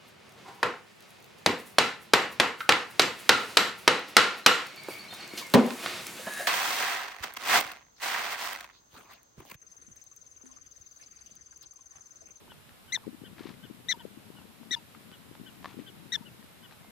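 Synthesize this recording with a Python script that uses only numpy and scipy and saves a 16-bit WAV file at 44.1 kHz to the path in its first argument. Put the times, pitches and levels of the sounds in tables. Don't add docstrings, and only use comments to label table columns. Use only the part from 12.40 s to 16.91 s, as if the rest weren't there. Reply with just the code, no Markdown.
import sys
import numpy as np
from scipy import signal
from scipy.io import wavfile
from scipy.ndimage import uniform_filter1d

SR = 44100
rng = np.random.default_rng(int(sys.argv[2]) if len(sys.argv) > 2 else 0)


def volts(x):
    e = np.asarray(x, float) / 20
    return 10 ** e


def transcribe(signal):
    frames = np.atleast_2d(signal).T
    limited = np.clip(frames, -1, 1)
    pcm = np.round(limited * 32767).astype(np.int16)
    wavfile.write(sys.argv[1], SR, pcm)


N = 198869

# [f/Hz, level/dB]
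HOUSING_SHADOW = [(900, -3.5), (1650, -5.5), (2000, -0.5), (3500, -12), (4000, -10.5), (6000, -16.5),
                  (9000, -2)]


def at_hz(points, hz):
    table = np.array(points)
    return np.interp(np.log(hz), np.log(table[:, 0]), table[:, 1])


def rms_one(x):
    return x / np.sqrt(np.mean(x ** 2) + 1e-20)


def drift(rate_hz, size):
    r = np.exp(-2 * np.pi * rate_hz / SR)
    run_in = int(SR / rate_hz)
    noise = rng.standard_normal(size + run_in)
    return rms_one(signal.lfilter([1], [1, -2 * r, r * r], noise)[run_in:])


def bandpass(x, low_hz, high_hz, order=2):
    return signal.sosfilt(signal.butter(order, [low_hz, high_hz], "band", fs=SR, output="sos"), x)


def span(rows):
    s, *columns = np.transpose(rows)
    at = np.arange(int(s[0] * SR), min(int(s[-1] * SR), N))
    return at, [uniform_filter1d(np.interp(at / SR, s, column), size=45) for column in columns]


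def line(hz, level_db, shadow=HOUSING_SHADOW, turn=None):
    start_turn = rng.random() if turn is None else turn
    phase = 2 * np.pi * (np.cumsum(hz) / SR + start_turn)
    count = np.arange(len(hz))
    fade = np.minimum(1, np.minimum(count, count[::-1]) / 40)
    left = np.sin(phase)
    right = volts(at_hz(shadow, hz)) * np.sin(phase + 1.0 - 0.00017 * hz)
    return np.sqrt(2) * fade * volts(level_db) * np.array([left, right])


def banded_noise(spectrum, edges, patchy_db, rate):
    # [f/Hz, correlation 0-1]
    likeness = [(200, 0.086), (1200, 0.13), (4000, 0.016), (9000, 0.0075)]
    out, together = 0, drift(rate, N)
    white = rng.standard_normal((2, 2, N))
    for k, (low, high) in enumerate(zip(edges, edges[1:])):
        mid, side = bandpass(white[k % 2], low, high)
        hz = np.sqrt(low * high)
        alike = np.clip(at_hz(likeness, hz), 0, 1)
        flicker_db = patchy_db * (.7 * together + drift(rate, N))
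        gain = volts(at_hz(spectrum, hz) + flicker_db)
        out = out + gain * (np.sqrt(1 + alike) * mid + np.sqrt(1 - alike) * side * [[1], [-1]])
    return rms_one(out)


def wind():
    # [t/s, left level/dB, right level/dB]
    gust = [(0.0, -62, -55.5), (0.35, -65.5, -59), (0.88, -55, -58), (2.46, -58.5, -61.5), (3.49, -54, -58),
            (4.51, -61, -59.5)]
    # [f/Hz, level per Hz/dB]
    left_colour = [(25, -32), (50, -46), (90, -4.5), (200, 3.5), (320, -5), (500, -13), (900, -61)]
    # [f/Hz, level per Hz/dB]
    right_colour = [(25, -10.5), (60, -9), (110, 2.5), (200, -9), (400, -11), (900, -32)]
    # [t/s, peak level/dB, f/Hz, length/ms]
    strong_puffs = [(.6696, -24, 298, 4.1), (.679, -22, 324, 4.2), (.6919, -32.5, 246, 16),
                    (.7315, -36, 292, 8), (.7475, -35, 273, 9.1), (.8193, -34.5, 243, 7),
                    (.8386, -32.5, 330, 4.2), (.9956, -39, 275, 2), (1.009, -27.5, 314, 5.8),
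                    (1.0573, -26, 325, 6.7), (1.0722, -33, 265, 4.4), (1.0904, -35, 265, 7.5),
                    (1.1065, -33, 210, 6.7), (1.3014, -32, 300, 4.2), (1.3107, -29, 250, 7.3),
                    (1.5747, -34, 296, 4.4), (1.6535, -24.5, 420, 4.3), (1.7759, -32.5, 275, 7.4),
                    (1.9035, -31.5, 299, 3.7), (2.2153, -38.5, 248, 15), (2.3129, -33, 278, 7.2),
                    (2.9996, -33.5, 247, 4), (3.0149, -31.5, 226, 7), (3.3444, -36, 309, 4.9),
                    (3.3704, -31, 237, 4), (3.3793, -31, 258, 9.8), (3.3912, -27, 340, 3.7),
                    (3.3987, -28, 255, 9), (3.4175, -39.5, 305, 24), (3.8117, -33.5, 210, 10)]
    s, left_db, right_db = np.transpose(gust)
    t, edges = np.arange(N) / SR, 20 * 2 ** np.arange(0, 6, .5)
    left = volts(np.interp(t, s, left_db) + 5) * banded_noise(left_colour, edges, patchy_db=2.5, rate=25.0)[0]
    right = volts(np.interp(t, s, right_db)) * banded_noise(right_colour, edges, patchy_db=1.5, rate=15.0)[1]

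    weak_puffs = []
    for chance, a, b in rng.random((26, 3)):
        when = .7 + 3.4 * chance
        peak_db = np.interp(when, s, left_db) + 15 + 4 * a
        weak_puffs.append((when, peak_db, 265 * (0.77 + 0.44 * b), 3.5))

    near, thumps = np.arange(-700, 700), np.zeros(N)
    for when, peak_db, hz, ms in [*strong_puffs, *weak_puffs]:
        bell = np.exp(-np.log(16) * (near / SR / (ms * 0.00068)) ** 2)
        cycle = np.cos(2 * np.pi * (hz * near / SR + rng.random()))
        thumps[int(when * SR) + near] += volts(peak_db) * bell * cycle
    thumps = signal.sosfilt(signal.butter(2, 90, "high", fs=SR, output="sos"), thumps)
    return np.array([left + thumps, right])


def air():
    # [f/Hz, level per Hz/dB]
    colour = [(290, -10), (500, -0.5), (990, -0.5), (1880, -3.5), (3370, -4.5), (6300, -14), (7060, -11),
              (14000, -10.5)]
    # [t/s, level/dB]
    bed = [(0.0, -62.5), (3.95, -61), (4.51, -62)]
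    s, level_db = np.transpose(bed)
    hiss = banded_noise(colour, np.geomspace(350, 16000, 15), patchy_db=.3, rate=4.0)
    return volts(np.interp(np.arange(N) / SR, s, level_db) + 5.0) * hiss * volts([[.15], [-.15]])


def ticks():
    # [t/s, ring level/dB, ring
    # f/Hz, crack level/dB]
    knocks = [(0.0792, -52, 895, -59), (0.1193, -44, 900, -44), (0.293, -63, 1910, -37.5),
              (.5752, -41.5, 940, -48), (.9662, -55, 1240, -60), (0.9827, -49, 1720, -49),
              (.9934, -46, 1390, -36), (1.0418, -60, 1780, -49), (1.079, -54, 2200, -51),
              (1.094, -52, 1020, -31.5), (1.101, -47.5, 990, -43), (1.1402, -53, 2060, -43),
              (1.9223, -55, 990, -58), (1.9525, -52, 875, -56), (1.9862, -51, 860, -52),
              (2.0154, -53, 840, -61), (2.2313, -50, 930, -63), (2.5486, -44, 1260, -41),
              (2.7159, -67, 1550, -36), (2.9525, -47, 830, -36.5), (3.229, -50, 1020, -38),
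              (3.2448, -33, 1025, -26.5), (3.2499, -42, 1050, -42), (3.2571, -31, 1070, -26),
              (3.2605, -44, 1030, -30), (3.3285, -56, 1220, -57), (4.0278, -59, 1900, -40),
              (4.311, -58, 1900, -36.5), (4.324, -54, 2500, -45), (4.447, -50, 730, -56)]
    out, t = np.zeros((2, N)), np.arange(900) / SR
    snap = bandpass(np.exp(-t / .00009), 1000, 4600, order=3)
    snap /= np.abs(snap).max()
    ring_shape = np.exp(-t / .002) * (1 - np.exp(-t / .0002))
    for when, ring_db, hz, crack_db in knocks:
        pan_db = 8 * np.log2(hz / 850)
        turn = 2 * np.pi * hz * t
        ring = np.sin(turn) - 0.39 * np.sin(1.67 * turn) + 0.37 * np.sin(0.71 * turn)
        at = slice(int(when * SR), int(when * SR) + 900)
        out[:, at] += volts(ring_db + 5.5) * ring * ring_shape * volts([[pan_db / 2], [-pan_db / 2]])
        out[:, at] += volts(crack_db - 1) * snap * volts([[0], [-7]])
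    return out


def far_calls():
    # [start t/s, top of 2nd partial f/Hz, its level/dB, fundamental level/dB,
    #            second oscillator re each/dB]
    calls = [(.092, 3090, -53, -57, -3), (.478, 3080, -54, -58, -8), (.841, 3110, -51, -56, -2),
             (1.227, 3150, -52, -56, -4), (1.586, 3110, -51, -57, -2), (1.962, 3010, -54, -61, -14),
             (2.36, 2900, -60, -66, -14), (2.721, 3090, -53, -57, -4), (3.058, 3110, -50, -57, -4),
             (3.462, 3200, -47, -56, -3), (3.851, 2970, -50, -62, -18), (4.226, 3130, -51, -58, -4)]
    # [share of length, pitch re top, level/dB]
    arch = [(0, .92, -16), (.12, .97, -5), (.28, 1.0, -1), (.55, .965, -3.5), (.85, .91, -6), (1, .88, -18)]
    # [f/Hz, level/dB]
    far_shadow = [(1500, -5), (3000, -7)]
    out, length_s = np.zeros((2, N)), .043
    part, pitch, swell_db = np.transpose(arch)
    for start, top_hz, top_db, low_db, beat_db in calls:
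        at, (hz, shape_db) = span(np.transpose([start + length_s * part, top_hz * pitch, swell_db]))
        size = len(at)
        share = np.clip(np.linspace(-1.2, 3.5, size), 0, 1) * np.clip(np.linspace(5.0, 0, size), 0, 1)
        hz = hz * (1 + .01 * drift(250, size))
        beat = 350 * (1 + .08 * drift(80, size))
        for tone_hz, tone_db in ((hz, top_db + shape_db), (hz / 2, low_db + 0.5 + shape_db)):
            second_db = tone_db + beat_db + 3.0 * drift(120, size)
            out[:, at] += line(tone_hz, tone_db + 2.5 * drift(120, size), far_shadow)
            out[:, at] += share * line(tone_hz + beat, second_db, far_shadow)
    return out


def bark_controls(start, length, top_hz, level_db, breaks, end_hz, bend, burst):
    # [f/Hz, level/dB]
    mouth = [(1880, -38), (2040, -27.5), (3500, -28), (4030, -27.5), (4200, -40.5), (5450, -60),
             (5850, -31.5), (6100, -30)]
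    split_loss_db = [2, 0, 0]
    tail_s = .008
    at = np.arange(int(start * SR), int((start + length + tail_s) * SR))
    t, top = at / SR - start, .62 * breaks

    set_in_hz = 1775
    rise = set_in_hz + (top_hz - set_in_hz) * np.sin(np.pi / 2 * np.clip(t / top, 0, 1))
    hz = rise - (top_hz - end_hz) * np.clip((t - top) / (length - top), 0, 1) ** bend

    onset_db = -24 * np.clip(1 - t / .0022, 0, 1) ** 2
    swell_db = 5.5 * (t / length - .5)
    surge_db = 1.5 * np.exp(-np.abs(length - t) / 0.0031)
    release_db = 4600 * np.maximum(t - length, 0)
    effort_db = level_db + onset_db + swell_db + surge_db - release_db

    settling = burst * (.45 + (1 - .45) * np.exp(-np.maximum(t - breaks, 0) / .012))
    share = np.clip((t - breaks) / .002 + 1, 0.088, 1) * settling
    levels_db = [effort_db + at_hz(mouth, (k + 1) * hz) - loss_db * share
                 for k, loss_db in enumerate(split_loss_db)]
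    return at, (hz, *levels_db, share)


def near_barks():
    # [start t/s, length/s, top pitch f/Hz, level/dB, voice break after start t/s]
    barks = [
        (.5203, .0440, 2090, -1.5, .0247),
        (1.4843, .0435, 2040, 1.2, .0262),
        (2.3078, .0420, 1980, -.3, .0197),
        (3.7193, .0410, 1960, 0, .0172),
    ]
    # [oscillator gap f/Hz, end pitch f/Hz, bend of the sag, second oscillator share 0-1]
    voices = [(330, 1740, 1.8, .5), (361, 1700, 1.2, .9), (359, 1730, 1.1, .8), (340, 1710, 1.05, .8)]
    partial_turn = [0, .63, .86]
    # [partial number, level re a base that follows the 3rd partial only weakly/dB]
    upper = [(4, -22.5), (5, -32), (6, -34.5), (7, -49)]
    # [partial number, beat multiple, level re that partial/dB]
    side_lines = [(1, 1, -5.5), (1, -1, -10.5), (2, 1, -8.5), (2, -1, -15), (2, 2, -19), (2, -2, -23.5),
                  (3, 1, 1), (3, -1, -16), (3, 2, -50), (3, 3, -12.5)]
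    out = np.zeros((2, N))
    for bark, (beat_hz, *voice) in zip(barks, voices):
        at, (hz, *levels_db, share) = bark_controls(*bark, *voice)
        size = len(at)
        share = np.clip(share, 1e-3, 1)
        hz = hz * (1 + .009 * share * drift(300, size))
        beat = beat_hz * (1 + .07 * drift(70, size))
        for k, level_db in enumerate(levels_db):
            wobble_db = 1.5 * share * drift(300, size)
            out[:, at] += line((k + 1) * hz, level_db + wobble_db, turn=partial_turn[k])
        for k, rel_db in upper:
            shaky = 1 + (.008 * (k - 3.5) + .035 * share) * drift(400, size)
            upper_db = 0.21 * levels_db[2] - 22.5 + rel_db + 2.4 * drift(78, size)
            out[:, at] += line(k * hz * shaky, upper_db)

        held = [levels_db[0], levels_db[1], np.maximum(levels_db[2], levels_db[1] - 8)]
        for k, m, rel_db in side_lines:
            side_db = held[k - 1] + rel_db + 2.5 * drift(150, size)
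            out[:, at] += share * line(k * hz + m * beat, side_db)

        noise = rng.standard_normal((2, size))
        rasp = bandpass(noise, 2800, 8200)
        breath = bandpass(noise, 9500, 14500)
        breath_db = levels_db[1] - 17.5 + 2 * drift(80, size)
        out[:, at] += share * volts(levels_db[1] - 17) * rasp * volts([[0], [-8]])
        out[:, at] += share * volts(breath_db) * breath * volts([[0], [-6]])
    return out


def indrawn_notes():
    # [start t/s, length/s, pitch f/Hz, fundamental level/dB, throat level/dB]
    notes_in = [
        (.570, .02, 940, -49, -86),
        (1.537, .025, 970, -45, -76),
        (1.602, .02, 960, -49, -90),
        (2.36, .03, 980, -43, -71),
        (3.773, .014, 930, -49, -90),
        (3.817, .022, 960, -54, -86),
    ]
    # [partial number, level/dB]
    throat = [(3, 1), (4, -5), (5, 3), (7, -7)]
    out = np.zeros((2, N))
    for start, length, note_hz, note_db, rasp_db in notes_in:
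        t = length * np.array([0, .3, 1])
        at, (hz, shape_db) = span(np.transpose([start + t, note_hz - 2500 * t, [-6, 0, -15]]))
        size = len(at)
        out[:, at] += line(hz * (1 + .015 * drift(200, size)), note_db + shape_db + 1)
        for k, rel_db in throat:
            shaky = 1 + .045 * drift(250, size)
            throat_db = rasp_db + shape_db + 14 + rel_db + 1.3 * drift(230, size)
            out[:, at] += line(k * hz * shaky, throat_db)
    return out


def distant_whistles():
    # [t/s, f/Hz, level/dB]
    glides = [
        [(.628, 1350, -68), (.64, 1100, -60), (.656, 800, -67)],
        [(4.39, 1550, -78), (4.41, 1750, -67), (4.435, 2080, -68), (4.48, 2130, -66), (4.51, 2050, -70)],
    ]
    # [f/Hz, level/dB]
    whistle_shadow = [(800, 8), (2000, -6)]
    out = np.zeros((2, N))
    for rows in glides:
        at, (hz, level_db) = span(rows)
        out[:, at] += line(hz, level_db + 2.5 * drift(60, len(at)), whistle_shadow)
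    return out


def rustle():
    # [t/s, hold/s, level/dB]
    strokes = [
        (.985, .115, -55),
        (3.262, .048, -55.5),
        (3.39, .02, -61),
        (4.325, .003, -61),
    ]
    # [f/Hz, level per Hz/dB]
    grass = [(700, 4), (1500, -0.5), (3500, -2.5), (5000, -11), (7000, -20)]
    sizes = volts(2.5 * np.minimum(rng.exponential(1, N), 4)) * rng.choice([-1, 1], N)
    born = rng.random(N) < 3000 / SR
    stem = rng.integers(0, 16, N)
    grains = np.zeros(N)
    for k, hz in enumerate(np.geomspace(800, 7000, 16)):
        r, w = volts(-60 * hz / (9.0 * SR)), 2 * np.pi * hz / SR
        hits = sizes * born * (stem == k) + 1e-18
        ring = signal.lfilter([0, np.sin(w)], [1, -2 * r * np.cos(w), r * r], hits)
        grains += volts(at_hz(grass, hz)) * np.sqrt(hz) * rms_one(ring)
    grains, out = rms_one(grains), np.zeros(N)
    for s, hold, db in strokes:
        edge_db = db - 15
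        at, (level_db,) = span([(s - .025, edge_db), (s, db), (s + hold, db), (s + hold + .05, edge_db)])
        out[at] += volts(level_db + 1.5 * drift(60, len(at))) * grains[at]
    return out * volts([[2.5], [-3]])


def ground(x):
    # [delay t/s, level/dB]
    echoes = [(.0042, -29), (.0075, -37), (.013, -43), (.023, -56)]
    dull = signal.lfilter([.5], [1, -.5], x)
    return x + sum(volts(db) * np.roll(dull, int(s * SR), axis=1) for s, db in echoes)


def scene():
    voices = far_calls() + near_barks() + indrawn_notes() + distant_whistles()
    return wind() + air() + ticks() + ground(voices) + rustle()


def roll_off(x):
    return signal.sosfilt(signal.butter(12, 15490, fs=SR, output="sos"), x)


def record(dry):
    cut = signal.sosfilt(signal.ellip(14, .3, 80, 14620, fs=SR, output="sos"), dry)
    return roll_off(cut)


dry = scene()
out = record(dry)
transcribe(out)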